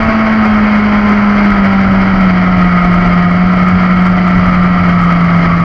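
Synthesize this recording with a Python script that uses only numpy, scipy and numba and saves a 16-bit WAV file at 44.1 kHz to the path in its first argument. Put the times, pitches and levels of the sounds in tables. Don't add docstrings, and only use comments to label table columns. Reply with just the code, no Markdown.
import sys
import numpy as np
from scipy import signal
from scipy.fft import rfft, irfft
from scipy.io import wavfile
from scipy.ndimage import uniform_filter1d
from numba import njit

SR = 44100
rng = np.random.default_rng(int(sys.argv[2]) if len(sys.argv) > 2 else 0)


def file_out(sig):
    cols = np.atleast_2d(sig).T
    lim = np.clip(cols, -1, 1)
    pcm = np.round(lim * 32767).astype(np.int16)
    wavfile.write(sys.argv[1], SR, pcm)


N = 248722


def airbox(hz, firings):
    tuning_hz, fall_db_per_hz = 216.4, 0.65
    level_db = -10 - fall_db_per_hz * np.maximum(hz - tuning_hz, 0)
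    flutter = 1 + 0.085 * wander(18)
    return undb(level_db) * np.sqrt(2) * np.sin(2 * np.pi * firings) * flutter


def exhaust(hz, firings, shut):
    # (pitch [multiple of the firing rate], relative level [dB])
    tones = [(2, -8.5), (3, 2), (3.5, -7), (4, -3), (4.5, -4.5), (5, -0.5), (5.5, -6.5), (6, -8),
             (6.25, -10), (8, -5), (8.5, -6), (8.75, -9), (9, -10.5), (10, -8.5), (10.5, -5)]
    # (pitch [Hz], width [Hz], boost [dB])
    pipe_rings = [(404, 38, 10), (666, 23, 7), (770, 90, 5.5), (1100, 240, 6)]
    level_db = blend(-21, -34.5, shut) + 13 * np.log2(hz / hz[0])
    rasp = engine_tones(hz, tones, waver_db=2.5, twist=0.0035, rough=0.39, rings=pipe_rings)
    knocking = undb(-0.5) * knocks(firings, scatter=0.34, decay=0.46)
    return undb(level_db) * (rasp + knocking)


def engine_block(hz, firings, shut, overrun):
    # (pitch [multiple of the firing rate], relative level [dB])
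    tones = [(2, -17.5), (3.5, -5.5), (3.75, -7), (4, 2.5), (6, -5), (6.25, -5), (7, 5), (7.5, 1.5),
             (7.75, -2.5), (9.5, -8.5), (11, -1.5), (12, -2), (13, -8)]
    pulling_db, slack_db, overrun_db = -30, -20.5, -24.5
    level_db = blend(blend(pulling_db, slack_db, shut), overrun_db, overrun)
    drone = engine_tones(hz, tones, waver_db=3.5, twist=0.0028, rough=0.33)
    knocking = undb(-4.5) * knocks(firings, scatter=0.74, decay=0.85)
    return undb(level_db) * (drone + knocking)


def gears(hz, overrun, coasting_s):
    # (pitch [multiple of the firing rate], relative level [dB])
    tones = [(6.66, -2), (7.38, -1.5), (7.62, -10)]
    level_db = blend(-39, -25.5, overrun) + 1.8 * coasting_s
    whine = engine_tones(hz, tones, waver_db=2.5, twist=0.007, rough=0.28)
    fine_teeth = engine_tones(hz, [(38.6, 0)], waver_db=0, twist=0.008, rough=1.6)
    return undb(level_db) * (whine + undb(-54 + 4.5 * coasting_s) * fine_teeth)


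def engine_tones(hz, tones, waver_db, twist, rough, rings=()):
    firings = np.cumsum(hz) / SR + twist * wander(13)
    total = 0
    for multiple, db in tones:
        gain = undb(db + ring_db(rings, multiple * hz) + waver_db * wander(22))
        phase = 2 * np.pi * (multiple * firings + rng.random())
        total = total + gain * np.sin(phase + rough * wander(53))
    return unit(total)


def knocks(firings, scatter, decay):
    points = 1024
    cycle = firings / 4 % 1
    pattern = np.interp(cycle * points, np.arange(points), rng.standard_normal(points))
    fade = np.exp(-(firings % 1) / decay)
    return colour(fade * (pattern + scatter * rng.standard_normal(N)), case_db)


def wind_rush(speed):
    level_db = -18 + np.log2(speed)
    hiss = rng.standard_normal(N) * undb(1.5 * wander(25))
    return undb(level_db) * colour(hiss, case_db)


def wind_thumps(t):
    # (pitch [Hz], relative level [dB])
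    rumble_shape = [(10, -29.5), (22, -6), (37, 3.5), (52, -2), (70, -7), (98, 2), (135, -7), (200, -4),
                    (260, -7.5), (350, -18), (500, -31), (900, -80.5)]
    # (time [s], length [s], boost [dB])
    gusts = [(0.08, .05, 9), (1.89, .05, 2.5), (2.193, 0.051, 4), (3.45, 0.017, 1.5), (4.369, 0.025, 6),
             (4.48, .04, 3.5)]
    level_db = blend(-22, -18.9, ramp(start_s=1.35, length_s=0.3))
    gust_db = sum(db * np.exp(-np.square((t - s) / length)) for s, length, db in gusts)
    rumble = colour(rng.standard_normal(N), lambda f: shape_db(rumble_shape, f))
    return undb(level_db + gust_db) * rumble


def whistle(t):
    fading_db = np.interp(t, [0, 1.3, 2.2, 5.64], [-72, -76.5, -88.5, -88.5])
    return undb(fading_db + 3 * wander(8)) * np.sin(2 * np.pi * 8770 * t + 1.1 * wander(25))


def case_db(f):
    # (pitch [Hz], relative level [dB])
    wall = [(100, -23.5), (250, 4), (450, -2), (1000, -0.5), (1550, 0), (2350, -5.5), (2650, -14.5),
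            (3200, -16), (3450, -23.5), (5300, -26.5), (6200, -40), (7700, -49.5), (11000, -60.5),
            (16000, -84.5)]
    # (pitch [Hz], width [Hz], boost [dB])
    rings = [(643, 130, 5.5), (1264.4, 102, 10), (1370, 66, 8), (1720, 41, -9.5), (1934, 150, 5),
             (2176, 202, 8), (2830, 180, 3.5), (3033, 67, 8), (3212, 130, 5.5), (4130, 81, 7.5),
             (4686, 520, 8.5), (5430, 130, 3.5), (5910, 160, 8.5), (6730, 820, 5)]
    return shape_db(wall, f) + ring_db(rings, f)


def ring_db(rings, f):
    return sum(db * 2 ** -np.square(2 * (f - hz) / width) for hz, width, db in rings)


def shape_db(points, f):
    hz, db = np.transpose(points)
    return np.interp(np.log(f + 1), np.log(hz), db)


def colour(x, response_db):
    f = np.fft.rfftfreq(N, 1 / SR)
    return unit(irfft(rfft(x) * undb(response_db(f)), N))


def wander(hz):
    f = np.fft.rfftfreq(N, 1 / SR)
    return unit(irfft(rfft(rng.standard_normal(N)) / (1 + (f / hz) ** 4), N))


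def ramp(start_s, length_s):
    return np.clip((np.arange(N) / SR - start_s) / length_s, 0, 1)


def blend(start, end, share):
    return start + (end - start) * share


def undb(db):
    return 10 ** (np.asarray(db) / 20)


def unit(x):
    return x / np.sqrt(np.mean(x ** 2))


@njit
def peak_follower(x, attack, release):
    envelope, level = np.empty(len(x)), 0.
    for i in range(len(x)):
        level += (abs(x[i]) - level) * (attack if abs(x[i]) > level else release)
        envelope[i] = level
    return envelope


def limiter(x, ceiling, attack_s, release_s):
    envelope = peak_follower(x, 1 - np.exp(-1 / (attack_s * SR)), 1 - np.exp(-1 / (release_s * SR)))
    gain = np.minimum(1, ceiling / (envelope + 1e-9))
    return uniform_filter1d(uniform_filter1d(gain, size=128), size=32)


def scene():
    # (time [s], firing rate [Hz])
    revs = [(0.04, 221.8), (0.35, 218.1), (0.57, 211.4), (1.49, 203.4), (1.6, 197.0), (1.89, 192.3),
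            (2.19, 190.5), (2.33, 181.9), (2.55, 182.5), (2.66, 178.5), (3.3, 176.4), (3.44, 181.8),
            (4.2, 181.4), (4.75, 179), (5.0, 174.1), (5.64, 169.7)]
    t = np.arange(N) / SR
    hz = np.interp(t, *np.transpose(revs))
    firings = np.cumsum(hz) / SR
    shut = ramp(start_s=2.17, length_s=0.36)
    overrun_start_s = 3.21
    overrun = ramp(overrun_start_s, length_s=0.4)
    coasting_s = np.maximum(t - overrun_start_s, 0)
    engine = airbox(hz, firings) + exhaust(hz, firings, shut)
    engine += engine_block(hz, firings, shut, overrun) + gears(hz, overrun, coasting_s)
    wind = wind_rush(speed=hz / hz[0]) + wind_thumps(t)
    return (engine + wind + whistle(t))[None]


def record(dry):
    boosted = undb(0.8) * dry
    gain = limiter(boosted[0], ceiling=0.94, attack_s=0.00015, release_s=0.05)
    clipped = np.clip(boosted * gain, -1, 1)
    soft_ends = signal.windows.tukey(N, 0.001)
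    treble_cut = signal.ellip(9, 0.1, 70, 16000, fs=SR, output="sos")
    return signal.sosfilt(treble_cut, clipped * soft_ends)


dry = scene()
out = record(dry)
file_out(out)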